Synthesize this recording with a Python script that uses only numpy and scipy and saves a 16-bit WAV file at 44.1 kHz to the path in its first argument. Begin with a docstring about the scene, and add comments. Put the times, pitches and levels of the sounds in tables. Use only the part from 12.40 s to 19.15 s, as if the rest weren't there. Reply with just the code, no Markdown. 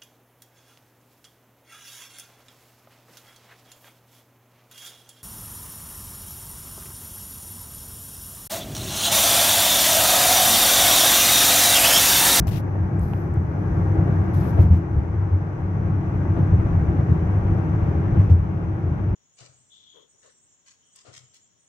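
"""A car cruises over a bridge deck, heard from a hand-held phone behind the windscreen.
From the start the road shakes the cabin's low modes, tyres and air roar through the glass, and fingers
brush the phone's left port. From 0.4 s the axles thump over deck joints; small ticks and a thin swish
fall in the first second. Oncoming cars hiss by from 1.5 to 5.2 s. Near 2 s the fingers brush again, then
the hardest jolts buzz the trim; it buzzes once more near 5.8 s, as the last coarse stretch ends."""
import sys
import numpy as np
from scipy import signal
from scipy.fft import rfft, irfft
from scipy.io import wavfile
from scipy.ndimage import uniform_filter1d

SR = 44100
rng = np.random.default_rng(int(sys.argv[2]) if len(sys.argv) > 2 else 0)


def unload_wav(signal):
    """Save mono or channel-first audio to the path in sys.argv[1] as 16-bit WAV at rate SR, clipped to [-1, 1]."""
    wavfile.write(
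        sys.argv[1],
        SR,
        np.round(np.clip(np.atleast_2d(signal).T, -1, 1) * 32767).astype(np.int16),
    )


N = 297675
TIME = np.arange(N) / SR
FREQ = np.maximum(np.arange(N // 2 + 1) * SR / N, 1)


def undb(db):
    """Decibels to gain."""
    return 10 ** (np.asarray(db) / 20)


def unit(x):
    """Scale to rms 1."""
    return x / np.sqrt(np.mean(x ** 2))


def pan(pan_db):
    """Port gains for a left-minus-right level, the nearer port at 1."""
    return undb(np.minimum([[pan_db], [-pan_db]], 0))


def surge(start_s, rise_s):
    """Envelope that peaks at 1 after rise_s, then dies away."""
    age = np.maximum(TIME - start_s, 0) / rise_s
    return age * np.exp(1 - age)


def colour(points):
    """Gain over frequency from (freq_hz, level_db) points."""
    freq_hz, level_db = np.transpose(points)
    return undb(np.interp(np.log(FREQ), np.log(freq_hz), level_db))


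def resonance(centre_hz, width_hz):
    """Damped resonance, gain 1 at its centre."""
    return 1 / (1 + 1j * (FREQ / centre_hz - centre_hz / FREQ) * centre_hz / width_hz)


def body(modes):
    """Gain of independent, steep-sided modes (centre_hz, width_hz, level_db)."""
    return np.sqrt(sum(abs(undb(db) * resonance(hz, width_hz) ** 2) ** 2 for hz, width_hz, db in modes))


def noise(gain):
    """Noise of rms 1 with the given spectrum."""
    return unit(irfft(rfft(rng.standard_normal(N)) * gain, N))


def walk(rate_hz):
    """Smooth random wander, rms 1."""
    return noise(1 / (1 + (FREQ / rate_hz) ** 4))


def field(gain):
    """Cabin noise at two ports, mid rms 1: long waves reach both alike, short ones differ."""
    # freq_hz, side_minus_mid_db
    width = [(60, -18.5), (110, -28.5), (200, -10.5), (380, -6), (700, -6.5), (1290, 3), (2380, -0.5),
             (4400, 1), (8120, 3.5), (15000, -3)]
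    # freq_hz, left_minus_right_db
    lean = [(110, 1.5), (200, 0), (350, 5.5), (700, 2), (1290, 6), (2200, 0), (3200, 1.5), (4400, -1),
            (15000, 0.5)]
    mid, side = rfft(rng.standard_normal((2, N))) * gain
    sign = np.array([[1], [-1]])
    spectra = mid + sign * side * colour(width)
    pair = irfft(spectra * colour(lean) ** (sign / 2), N)
    return pair / np.std(pair.mean(axis=0))


def reflections(ripple_db=1.67, count=90):
    """Echoes between glass and dashboard leave a fine, steady ripple on the spectrum."""
    lags_s = rng.uniform(0.0024, 0.027, count)
    echoes = np.zeros(N)
    echoes[(lags_s * SR).astype(int)] = rng.standard_normal(count)
    return undb(ripple_db * unit(rfft(echoes).real))


def shaken(modes, hold_s):
    """Random ringing of modes, held to an even strength."""
    ring = field(body(modes))
    power = uniform_filter1d(ring.mean(axis=0) ** 2, int(hold_s * SR))
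    return ring / np.sqrt(power)


def deck_drive(smooth_db, db_per_db, run_off_s=0.08):
    """A layer's gain over time: deck roughness builds slowly and drops as both axles leave it."""
    # coarse deck: start_s, end_s, build_s, roughness_db
    stretches = [(0.17, 0.88, 0.18, 0.4), (1.06, 2.248, 0.34, 4), (3.25, 5.871, 0.79, 3.5)]
    roughness_db = np.zeros(N)
    for start_s, end_s, build_s, db in stretches:
        build = np.clip((TIME - start_s) / build_s, 0, 1)
        run_off = np.clip((end_s - TIME) / run_off_s + 0.5, 0, 1)
        roughness_db += db * build * run_off
    return undb(smooth_db + db_per_db * roughness_db)


def air(gust_db=1.0, half_power_s=0.1):
    """Faint, gusty window hiss; swells on coarse deck and as each oncoming car passes."""
    # hiss spectrum: freq_hz, level_db
    hiss = [(2500, -1.5), (4000, 11), (5200, -1), (6500, 1.5), (8800, 3), (11300, 10), (13500, 4),
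            (15800, -7)]
    # cars beyond the barrier: abreast_s, level_db
    passes = [(1.47, -77), (1.83, -78), (3.87, -82.5), (4.15, -78.5), (4.82, -79.5), (5.17, -80)]
    traffic_power = sum(undb(db) ** 2 / (1 + ((TIME - abreast_s) / half_power_s) ** 2)
                        for abreast_s, db in passes)
    strength = np.sqrt(deck_drive(smooth_db=-85.5, db_per_db=0.86) ** 2 + traffic_power)
    return field(colour(hiss) * reflections()) * strength * undb(gust_db * walk(8))


def swish(start_s=0.593, end_s=0.92, rise_s=0.02, release_s=0.08,
          level_db=-57, sag_db_per_s=36, grain_db=1.5):
    """A thin, grainy swish rises after a tick, sags and lets go."""
    age_s = np.maximum(TIME - start_s, 0)
    gate = np.clip(np.minimum(age_s / rise_s, (end_s - TIME) / release_s), 0, 1)
    envelope = gate * undb(level_db - sag_db_per_s * age_s + grain_db * walk(120))
    spectrum = colour([(2500, -15), (4800, -1), (6500, -6), (8500, -9), (10600, -3), (12200, 5.5),
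                       (14000, -6), (16000, -9)])
    return np.array([noise(spectrum), noise(spectrum)]) * envelope * pan(3)


def rattles(grain_db=1.5):
    """Loose trim buzzes faintly at hard jolts."""
    # buzzes: start_s, level_db, rise_s, pan_db
    jolts = [(2.185, -55, 0.026, 0), (2.307, -56, 0.028, -1.5), (5.785, -59.5, 0.033, -2),
             (5.895, -54, 0.011, -6)]
    buzz = field(colour([(900, -12), (2200, 14), (4000, -6.5), (6000, 0), (8500, -14.5),
                         (12500, -9.5), (16000, -20)]))
    grain = unit(undb(grain_db * walk(250)))
    envelope = sum(undb(db) * surge(start_s, rise_s) * pan(pan_db)
                   for start_s, db, rise_s, pan_db in jolts)
    return buzz * grain * envelope


def ticks(size=1024, scrape_gain=0.091, scrape_s=0.00069):
    """A tap with a brief scrape rings one heavily damped resonance."""
    # case and trim contacts: start_s, peak_db, pitch_hz, decay_s, pan_db
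    taps = [(0.071, -30, 6000, 0.000082, 27), (0.069, -21.5, 720, 0.0008, 20),
            (0.0813, -25, 2300, 0.0001, 3), (0.356, -25, 806, 0.0008, -17), (0.5950, -34, 8200, 0.0001, 22),
            (0.7355, -29.5, 2470, 0.00036, -28), (0.735, -23.5, 870, 0.00096, -6),
            (0.9403, -36, 8450, 0.00004, -23), (2.371, -42, 12500, .0001, 29),
            (2.373, -45, 12400, 0.000088, 19), (5.912, -46.5, 5000, .00014, -23)]
    out, age_s = np.zeros((2, N + size)), TIME[:size]
    for start_s, peak_db, pitch_hz, decay_s, pan_db in taps:
        contact = (age_s == 0) + scrape_gain * rng.standard_normal(size) * np.exp(-age_s / scrape_s)
        mode = age_s * np.exp(-age_s / decay_s) * np.sin(2 * np.pi * pitch_hz * age_s)
        ring = np.convolve(contact, mode)[:size]
        first = int(start_s * SR)
        out[:, first:first + size] += ring / abs(ring).max() * undb(peak_db) * pan(pan_db)
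    return out[:, :N]


def fingers(grain_db=1.5, catch_s=0.004, release_s=0.016):
    """Skin sticks and slips on the case in grainy strokes that catch fast and let go softly."""
    # friction spectrum: freq_hz, level_db
    skin = [(900, -20), (2000, -3.5), (2700, -0.5), (5500, -2), (8700, -9.5), (10000, -3), (12300, 2),
            (14500, -3), (16000, -6)]
    # brushing or resting: start_s, end_s, level_db, tilt_db_per_octave, pan_db
    rubs = [(0.068, 0.1, -40, -1, 28), (0.085, 0.21, -49, 0.5, 24), (0.108, 0.19, -34, -5, 15),
            (0.0, 2.39, -74.5, 0, 1.5), (1.932, 2.112, -52, -1, 20), (2.1, 2.26, -61, -2, 18.5),
            (2.2, 2.235, -54, 0, 16)]
    out = np.zeros((2, N))
    for start_s, end_s, level_db, tilt_db_per_octave, pan_db in rubs:
        corners_s = [start_s, start_s + catch_s, end_s - release_s / 2, end_s + release_s / 2]
        stroke = np.interp(TIME, corners_s, [0, 1, 1, 0])
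        spectrum = colour(skin) * undb(tilt_db_per_octave * np.log2(FREQ / 8000))
        out += np.array([noise(spectrum), noise(spectrum)]) * stroke * undb(level_db) * pan(pan_db)
    return out * unit(undb(grain_db * walk(300)))


def tyres(throb_db=0.63, flutter_db=0.5, edge_hz=2500, brighten_db_per_s=0.86, ease_db_per_s=-0.15):
    """Tread noise drones in the panels and roars through the glass, sinking as the car eases off."""
    # panel modes: centre_hz, width_hz, level_db
    panels = [(249, 200, -9), (289.8, 59, -4.5), (325.6, 39, 0.5), (378, 158, -9)]
    # roar spectrum: freq_hz, level_db
    roar_spectrum = [(200, -33.5), (430, -4), (560, 2.5), (880, 1.5), (1100, -6), (1600, -9.5),
                     (2300, -16.5), (3000, -28.5), (4000, -40.5), (5200, -57.5), (8000, -55.5)]
    from_middle_s = TIME - TIME.mean()
    drone = field(body(panels)) * deck_drive(smooth_db=-36, db_per_db=1.21) * undb(throb_db * walk(14))
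    roar = field(colour(roar_spectrum) * reflections()) * undb(0.45 + flutter_db * walk(23))
    treble = irfft(rfft(roar) / (1 + (edge_hz / FREQ) ** 10), N)
    roar = roar - treble + treble * undb(brighten_db_per_s * from_middle_s)
    right_sizzle = noise(body([(6040, 780, 0.61), (5580, 2100, -2)])) * pan(-36.5) * undb(-25)
    sing = field(body([(1135, 77, 8.5), (1460, 14, 6.5), (1795, 60, -14.5)])) * undb(-15)
    tread = (roar + right_sizzle + sing) * deck_drive(smooth_db=-43.5, db_per_db=1.0)
    return (drone + tread) * undb(ease_db_per_s * from_middle_s)


def rumble(deep_patch_db=2.5, upper_patch_db=1.55, patch_hz=7):
    """Road texture shakes the cabin's low modes in uneven patches, harder on coarse deck."""
    # cabin modes, both tables: centre_hz, width_hz, level_db
    deep_modes = [(41.3, 42, -17.5), (53.3, 18, -17), (77.6, 36, -5), (95.9, 12, 4)]
    upper_modes = [(132.5, 47, -1.5), (163.9, 18, -2), (186.5, 26, -6.5)]
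    deep = shaken(deep_modes, hold_s=0.11) * deck_drive(smooth_db=-25.5, db_per_db=1.15)
    deep *= undb(deep_patch_db * walk(patch_hz))
    upper = shaken(upper_modes, hold_s=0.12) * deck_drive(smooth_db=-29, db_per_db=0.99)
    upper *= undb(upper_patch_db * walk(patch_hz))
    return deep + upper


def bumps(slap_lead_s=0.019, slap_rise_s=0.011, shudder_rise_s=0.023):
    """The tread slaps a joint, then the cabin air swells into a boom while the upper modes shudder."""
    # axle at a joint or bump: start_s, boom_db, boom_hz, boom_rise_s, slap_db, shudder_db
    hits = [(0.371, -20, 89.4, 0.027, -35.5, -30), (0.968, -11.5, 93, 0.013, -37.5, -28),
            (1.582, -11.5, 95.5, 0.009, -31, -20), (1.69, -14.5, 92.7, 0.019, -32, -19.5),
            (2.191, -4, 87.7, 0.011, -25, -19.5), (2.243, -8.5, 80, 0.0098, -37.5, -24.5),
            (2.303, -2.5, 85, .016, -41, -17), (2.912, -11, 91.7, 0.023, -40.5, -29.5),
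            (3.481, -17.5, 95.8, .025, -40, -27.5), (3.984, -13.5, 92.6, 0.032, -30, -21.5),
            (4.121, -5.5, 94, 0.011, -41.5, -22.5), (4.579, -14.5, 82, 0.014, -36, -24.5),
            (4.689, -11.5, 84, 0.025, -42, -18), (5.769, -10.5, 97, 0.045, -30.5, -19),
            (5.9, -4, 86.2, 0.02, -31.5, -22), (6.484, -14.5, 90, 0.024, -45, -26)]
    booms, slap_envelope, shudder_envelope = np.zeros((3, N))
    for start_s, boom_db, boom_hz, boom_rise_s, slap_db, shudder_db in hits:
        tone = np.sin(2 * np.pi * boom_hz * (TIME - start_s))
        booms += undb(boom_db) * surge(start_s, boom_rise_s) * tone
        shudder_envelope += undb(shudder_db) * surge(start_s, shudder_rise_s)
        slap_envelope += undb(slap_db) * surge(start_s - slap_lead_s, slap_rise_s)
    slap = field(colour([(100, -6.5), (300, -1), (500, -6), (750, -12.5), (1200, -26.5),
                         (3000, -40.5), (8000, -78.5)]))
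    shudder = field(body([(129, 58, 0), (157, 33, -1)]))
    return booms * pan(1) + slap * slap_envelope + shudder * shudder_envelope


def scene():
    """Everything heard in the cabin."""
    return rumble() + tyres() + air() + bumps() + rattles() + fingers() + swish() + ticks()


def record(dry):
    """A few milliseconds of fade keep the start and end free of clicks; the highest treble is cut."""
    fade_s, top_hz = 0.003, 15650
    fade = np.clip(np.minimum(TIME, TIME[-1] - TIME) / fade_s, 0, 1)
    lowpass = signal.ellip(10, 0.1, 80, top_hz, fs=SR, output="sos")
    return signal.sosfilt(lowpass, dry * fade)


dry = scene()
out = record(dry)
unload_wav(out)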